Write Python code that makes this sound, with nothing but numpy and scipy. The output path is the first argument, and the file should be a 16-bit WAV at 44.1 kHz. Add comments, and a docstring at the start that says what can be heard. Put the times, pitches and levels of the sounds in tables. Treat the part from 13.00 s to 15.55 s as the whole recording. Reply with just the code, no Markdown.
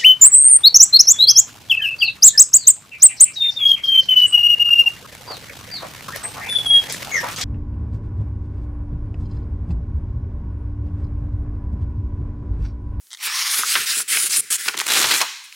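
"""A bare room, where a page is torn from a desk calendar, close up.
A fingertip catches the corner; the sheet lifts and slides under the fingers, popping as it buckles,
while the pad bumps on the table. Fibres snap along the glued edge, which gives in a few short rips,
then in one long tear, and the room rings out over a faint hiss."""
import sys
import numpy as np
from scipy import signal
from scipy.fft import rfft, irfft, next_fast_len
from scipy.io import wavfile
from scipy.ndimage import uniform_filter1d, minimum_filter1d, map_coordinates

SR = 44100
rng = np.random.default_rng(int(sys.argv[2]) if len(sys.argv) > 2 else 0)


def put_to_file(sound):
    """Save the sound as 16-bit audio at rate SR, in the file named by the first command-line argument."""
    columns = np.atleast_2d(sound).T  # one column per channel
    safe = np.clip(columns, -1, 1)
    whole_steps = np.round(safe * 32767)
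    wavfile.write(sys.argv[1], SR, whole_steps.astype(np.int16))


N = 112454
T = np.arange(N) / SR

# faint bed of hiss (frequency [Hz], gain [dB])
HISS_EQ = [(25, -21), (150, -9), (300, -1.5), (600, -8.5), (1500, -1), (4000, 1.5), (10000, 9),
           (15500, 1.5)]
# ring of the bare room (frequency [Hz], t60 [s])
ROOM_DECAY = [(150, 0.46), (500, 0.39), (1400, 0.66), (3700, 0.91), (7000, 0.79), (10000, 0.57),
              (15000, 0.37)]
# tone of the room's tail (frequency [Hz], gain [dB])
ROOM_EQ = [(40, -44), (150, -12), (400, 0), (660, -16.5), (820, 0.5), (1200, -1.5), (1600, 0), (2400, 0),
           (3500, -3), (6000, -2), (10000, -5.5), (15000, 1.5)]
# the pad hits the table (time [s], knock level [dB], t60 [s], thud relative to knock [dB])
PAD_BUMPS = [(.27, -47, 0.1, -23), (.565, -48, 0.18, -17), (.59, -43.5, 0.11, -14), (.635, -48.5, .12, -27),
             (.754, -37.5, 0.26, -14), (.788, -46.5, 0.12, 1.5), (0.968, -40, 0.12, -19),
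             (1.0, -45.5, 0.13, -12), (1.112, -48, 0.27, -21), (1.155, -44, 0.16, -25),
             (1.239, -42.5, 0.24, -19), (1.288, -50, 0.064, -24), (1.376, -46, 0.25, -6.5),
             (1.504, -44, 0.087, -16), (1.585, -59, .15, -12), (1.661, -44, 0.1, -2.5),
             (1.683, -39, .12, -22), (1.745, -35, 0.14, -22), (1.778, -45, 0.1, -20),
             (1.812, -41, 0.059, -23), (1.87, -44, 0.17, -14), (1.97, -32, 0.42, -14.5),
             (2.04, -34.5, 0.16, -7), (2.13, -44, 0.16, -11), (2.212, -41.5, 0.1, -14)]
# the pad's hollow knock (frequency [Hz], gain [dB])
KNOCK_EQ = [(25, -42), (60, -31), (140, -13.5), (200, -1), (255, -0.5), (320, 3), (450, 5), (620, -18),
            (1200, -17), (3000, -53)]
# the deep thud under it (frequency [Hz], gain [dB])
THUD_EQ = [(25, -27), (60, -24), (105, 6.5), (160, 0.5), (400, -7), (1000, -85)]
# the fingertip catches the corner (time [s], level [dB], t60 [s])
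CORNER_SCUFFS = [(.07, -43.5, 0.0083), (.105, -40, 0.046), (0.114, -36, 0.031), (.121, -40, 0.051),
                 (.131, -22, 0.0086), (0.1371, -28.5, 0.021), (0.147, -32, 0.03), (0.172, -34.5, 0.014)]
# tone of a scuff (frequency [Hz], gain [dB])
SCUFF_EQ = [(100, -62), (600, -42), (900, -8.5), (1400, -7), (2000, 3), (2600, -14), (3300, 7.5),
            (4600, 0.5), (6000, 1), (7500, -3), (10000, -7.5), (11200, -16), (15500, -36)]
# the sheet sweeps up (time [s], level [dB], pitch of the gap's resonances [ratio])
LIFT_CURVE = [(.17, -55.5, 0.85), (.205, -34.5, 0.84), (.235, -29, 0.89), (.275, -26.5, 0.79),
              (0.288, -27.5, 0.78), (0.359, -21, .95), (0.469, -21.5, 1.0), (.6, -23.5, 1.1),
              (.65, -26.5, 1)]
# resonances of the gap under the sheet at pitch ratio 1 (frequency [Hz], gain [dB])
GAP_EQ = [(1000, 0), (2300, -1), (3000, 3), (3700, 2), (5000, 2), (6400, 4), (7700, -7.5), (8700, -1),
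          (11200, -4.5), (12200, -8.5), (16000, -10)]
# steady tone laid over that glide (frequency [Hz], gain [dB])
LIFT_EQ = [(40, -63), (200, -55), (560, -30), (830, -8), (1100, 0.5), (1500, -1), (2100, 4), (2700, 0),
           (15500, -1.5)]
# paper slides on paper and skin
# (start [s], length before the fall [s], rise [s], fall [s], level [dB], hiss centre [Hz], boost [dB])
SLIDE_STROKES = [(0.223, 0.049, 0.018, 0.012, -25, 12000, 6.5),
                 (.335, 0.028, 0.017, 0.036, -28.5, 4540, 22),
                 (0.503, 0.09, 0.036, 0.059, -22.5, 10700, 11),
                 (0.643, 0.097, 0.063, 0.034, -19, 5400, 1.5), (0.757, 0.064, 0.012, 0.05, -21, 3030, -0.5),
                 (0.856, 0.062, 0.018, 0.045, -21.5, 4740, 5.5),
                 (0.858, 0.098, 0.013, 0.043, -25.5, 2200, 2), (0.939, 0.066, 0.037, 0.032, -19.5, 8400, 5),
                 (1.077, 0.19, 0.027, .03, -20, 9300, 7), (1.115, 0.058, 0.016, 0.018, -21, 2180, 4.5),
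                 (1.321, .022, 0.0095, 0.039, -19.5, 5350, 9),
                 (1.293, 0.075, 0.0079, 0.039, -20.5, 8100, 8.5),
                 (1.364, 0.04, 0.014, 0.0071, -17, 9600, 17), (1.424, 0.16, 0.0125, 0.046, -45, 2000, 12),
                 (1.503, 0.053, 0.0022, 0.016, -18, 8400, 10), (1.569, .11, 0.042, 0.091, -29, 8100, 0),
                 (2.436, 0.015, .006, 0.019, -42.5, 8800, 10), (2.516, .04, 0.032, .02, -46, 4000, 1)]
# tone shared by all strokes (frequency [Hz], gain [dB])
SLIDE_EQ = [(40, -74), (200, -25.5), (700, -23.5), (1000, -15), (1400, -1.5), (2300, -0.5), (3400, -1),
            (5000, -0.5), (6200, -3), (10000, -1), (12500, -8), (15500, -9)]
# the sheet buckles (time [s], peak [dB], resonance [Hz], width [Hz], t60 [s], flutter [ratio])
BUCKLE_POPS = [(0.561, -23, 1515, 1300, 0.0091, 0.099), (.592, -15.5, 1500, 900, 0.033, .15),
               (0.6346, -9.5, 1270, 197, 0.044, 0.027), (0.754, -4, 1728, 1022, 0.095, 0.14),
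               (0.754, -4.5, 3000, 704, 0.037, 0.071), (1.002, -19, 2000, 1300, 0.02, 0.42),
               (1.171, -8.5, 2100, 1200, 0.041, 0.28), (1.66, -17, 1500, 1200, .02, .15),
               (1.6817, -6.5, 1570, 1000, 0.058, 0.19), (1.684, -4.5, 2900, 1950, 0.021, .4),
               (1.743, -14.5, 1300, 1000, 0.041, 0.11), (1.815, -12.5, 1430, 1230, 0.019, 0.27),
               (2.041, -9.5, 1190, 1100, 0.088, .3), (2.213, -11, 970, 300, 0.095, 0.24),
               (2.215, 0, 3670, 2530, 0.033, 0.2), (2.5255, -29, 2400, 500, .01, .05)]
# single sharp crackles (time [s], peak [dB])
CRACKLE_HITS = [(0.559, -33), (1.738, -21), (1.753, -20), (1.777, -6), (1.801, -3), (2.011, -15),
                (2.029, -23), (2.059, -6), (2.094, -6), (2.182, -11), (2.207, -15), (2.526, -24.5)]
# bright bite of a crackle (frequency [Hz], gain [dB])
CRACKLE_EQ = [(30, -42), (100, -32), (600, -43), (1200, 9), (3000, 12.5), (6000, 12.5), (9500, 2),
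              (15500, -33)]
# first short rips (start [s], length [s], level [dB])
SHORT_RIPS = [(1.768, 0.0062, -25), (1.785, 0.008, -21.5), (1.804, 0.0096, -22), (1.822, 0.046, -35.5),
              (1.859, 0.0071, -29), (1.865, 0.0042, -23), (1.876, 0.0027, -21), (1.884, 0.0061, -20.5)]
# the long tear (time [s], body level [dB], treble level [dB])
TEAR_CURVE = [(1.893, -28, -41), (1.901, -15.5, -23), (1.925, -17, -18), (1.965, -14.5, -19.5),
              (1.995, -19, -19), (2.015, -17.5, -18), (2.048, -17, -25), (2.062, -26, -26.5),
              (2.101, -20.5, -24), (2.112, -12.5, -18.5), (2.135, -18, -23.5), (2.173, -22.5, -19.5),
              (2.19, -30, -22.5), (2.204, -22, -24.5), (2.219, -16.5, -29), (2.233, -32, -32)]
# midrange rasp of the tear (frequency [Hz], gain [dB])
TEAR_BODY_EQ = [(30, -37), (120, -26.5), (330, -8), (550, -10.5), (1000, -3.5), (1600, -0.5), (2700, 1.5),
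                (4200, 3.5), (5400, -2.5), (9000, -40), (15000, -33.5)]
# sizzle on top of it (frequency [Hz], gain [dB])
TEAR_TREBLE_EQ = [(500, -45), (3000, -2), (6800, 5.5), (9500, 3), (13000, -3.5), (15500, -10)]


def amp(db):
    """Decibels to gain."""
    return 10 ** (np.asarray(db) / 20)


def unit(x):
    """Scale to rms 1."""
    return x / np.sqrt(np.mean(x ** 2) + 1e-20)


def along(points, hz):
    """Read (frequency, value) points on a log frequency axis."""
    freqs, values = np.transpose(points)
    return np.interp(np.log(hz + 1), np.log(freqs + 1), values)


def wobble(knots_per_s):
    """A smooth random curve."""
    return map_coordinates(rng.standard_normal(int(N * knots_per_s / SR) + 4), [T * knots_per_s])


def fader(times, db):
    """A gain ride through level points, silent outside them."""
    return amp(np.interp(T, times, db, left=-120, right=-120))


def decay(start, t60):
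    """An instant attack with an exponential tail."""
    return amp(-60 * np.maximum(T - start, 0) / t60) * (T >= start)


def filtered(x, response):
    """Filter by a complex function of frequency."""
    size = next_fast_len(len(x) + SR // 10)
    return irfft(rfft(x, size) * response(np.fft.rfftfreq(size, 1 / SR)), size)[:len(x)]


def eq(x, points, size=4096):
    """Minimum-phase EQ: nothing rings ahead of an attack."""
    cepstrum = irfft(np.log(amp(along(points, np.fft.rfftfreq(size, 1 / SR)))))
    cepstrum[1:size // 2] *= 2
    cepstrum[size // 2 + 1:] = 0
    return signal.fftconvolve(x, irfft(np.exp(rfft(cepstrum))))[:len(x)]


def add(track, start, sound):
    """Mix a sound in at a time in seconds."""
    part = track[round(start * SR):][:len(sound)]
    part += sound[:len(part)]


def excited(envelope, body_eq):
    """Noise bursts rung through a body's resonances; the envelope sets the rms."""
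    white = rng.standard_normal(N)
    return eq(white * envelope, body_eq) / np.std(eq(white, body_eq))


def snap(t60, scatter):
    """One sharp release followed by a dying scatter of small ones."""
    t = T[:SR // 10]
    releases = scatter * rng.standard_normal(len(t)) * amp(-60 * t / t60)
    releases[0] = 1
    return releases


def friction(patchy_db=2.08, rough_db=1.15, waver_db=1.5):
    """Rough rubbing noise whose colour shifts in patches."""
    spectra = signal.stft(rng.standard_normal(N), nperseg=512)[2]
    patches = uniform_filter1d(rng.standard_normal(spectra.shape), size=6, axis=0)
    patches = unit(uniform_filter1d(patches, size=12, axis=1))
    rub = signal.istft(spectra * amp(patchy_db * patches), nperseg=512)[1][:N]
    return rub * amp(rough_db * wobble(900) + waver_db * wobble(69.5))


def background_hiss(level_db=-54):
    """A faint, steady hiss under everything."""
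    return amp(level_db) * unit(eq(rng.standard_normal(N), HISS_EQ))


def room_reverb(x, predelay=SR // 200):
    """The room's diffuse tail, each frequency dying at its own speed."""
    hz, t, spectra = signal.stft(rng.standard_normal(SR), SR, nperseg=256)
    spectra *= amp(-60 * t / along(ROOM_DECAY, hz)[:, None])
    tail = eq(signal.istft(spectra, SR, nperseg=256)[1], ROOM_EQ)
    return signal.fftconvolve(x, np.pad(tail / np.linalg.norm(tail), (predelay, 0)))[:N]


def pad_bumps():
    """The hand jolts the pad, which knocks hollowly on the table."""
    knock = sum(amp(db) * decay(start, t60) for start, db, t60, _ in PAD_BUMPS)
    thud = sum(amp(db + thud_db) * decay(start, t60) for start, db, t60, thud_db in PAD_BUMPS)
    return excited(knock, KNOCK_EQ) + excited(thud, THUD_EQ)


def finger_scuffs():
    """The fingertip sticks and slips on the corner of the page."""
    slips = sum(amp(db) * decay(start, t60) for start, db, t60 in CORNER_SCUFFS)
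    return excited(slips, SCUFF_EQ)


def sheet_lift():
    """The sheet sweeps up; the resonances of the gap beneath it glide higher."""
    times, db, pitch = np.transpose(LIFT_CURVE)
    gap = eq(friction(), GAP_EQ)
    position = np.cumsum(np.interp(T, times, pitch))  # varispeed bends the resonances
    glide = map_coordinates(gap, [position], mode="mirror")
    return unit(eq(glide, LIFT_EQ)) * fader(times, db)


def paper_slides(hiss_octaves=0.38):
    """Paper rubs on paper and skin; each stroke swells and fades with its own band of hiss."""
    out = np.zeros(N)
    for start, length, rise, fall, db, hz, boost_db in SLIDE_STROKES:
        bell_db = lambda f: boost_db * np.exp(-.5 * (np.log2((f + 1) / hz) / hiss_octaves) ** 2)
        rub = unit(filtered(friction(), lambda f: amp(along(SLIDE_EQ, f) + bell_db(f))))
        attack = np.sqrt(np.clip((T - start) / rise, 0, 1))
        release = np.clip(1 - (T - start - length) / fall, 0, 1)
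        out += amp(db) * rub * attack * release
    return out


def buckle_pops(low_cut_hz=450):
    """The bent sheet flips over and rings briefly; being thin, it radiates little bass."""
    out = np.zeros(N)
    low_cut = lambda f: 1j * f / (1j * f + low_cut_hz)
    for start, db, hz, width, t60, flutter in BUCKLE_POPS:
        resonance = lambda f: 2j * f * width / (hz * hz - f * f + 2j * f * width)
        ring = filtered(snap(t60, flutter), lambda f: resonance(f) ** 2 * low_cut(f))
        add(out, start, amp(db) * ring / abs(ring).max())
    return out


def crackles():
    """Creases and stiff fibres let go one at a time."""
    out = np.zeros(N)
    for start, db in CRACKLE_HITS:
        click = eq(snap(t60=0.0077, scatter=0.22), CRACKLE_EQ)
        add(out, start, amp(db) * click / abs(click).max())
    return out


def page_tear(fibres_per_s=3500, spread_db=5.5, clump_db=2, fuzz=0.52):
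    """Fibres break in clumps along the glued edge: short rips, then the long tear."""
    breaks = (rng.random(N) < fibres_per_s / SR) * rng.choice([-1, 1], N)
    strength = amp(spread_db * np.clip(rng.standard_normal(N), -2, 2))
    fibres = unit(breaks * strength) + fuzz * rng.standard_normal(N)
    fibres *= amp(clump_db * wobble(350))
    body, treble = unit(eq(fibres, TEAR_BODY_EQ)), unit(eq(fibres, TEAR_TREBLE_EQ))
    times, body_db, treble_db = np.transpose(TEAR_CURVE)
    out = body * fader(times, body_db) + treble * fader(times, treble_db)
    rip = unit(body + amp(-1) * treble)
    for start, length, db in SHORT_RIPS:
        gate = np.interp(T - start, [0, .003, length + 0.0026, length + 0.0074], [0, 1, 1, 0])
        out += amp(db) * rip * gate
    return out


def scene():
    """A centred mix: handling stays close, while pops and the tear carry further into the room."""
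    handling = finger_scuffs() + sheet_lift() + paper_slides() + pad_bumps() + crackles()
    stems = [(handling, -18), (buckle_pops(), -13), (page_tear(), -7.5)]  # (sound, reverb send [dB])
    mono = sum(stem + amp(send_db) * room_reverb(stem) for stem, send_db in stems)
    mono += background_hiss()
    return np.array([mono, mono])


def record(dry, threshold=0.7, high_cut_hz=15900):
    """A fast limiter ducks the highest peaks, then a brick-wall filter trims the top end."""
    needed = np.minimum(1, threshold / (abs(dry).max(axis=0) + 1e-9))
    gain = uniform_filter1d(minimum_filter1d(needed, size=41), size=41)
    return np.array([filtered(channel, lambda hz: hz < high_cut_hz) for channel in dry * gain])


dry = scene()
out = record(dry)
put_to_file(out)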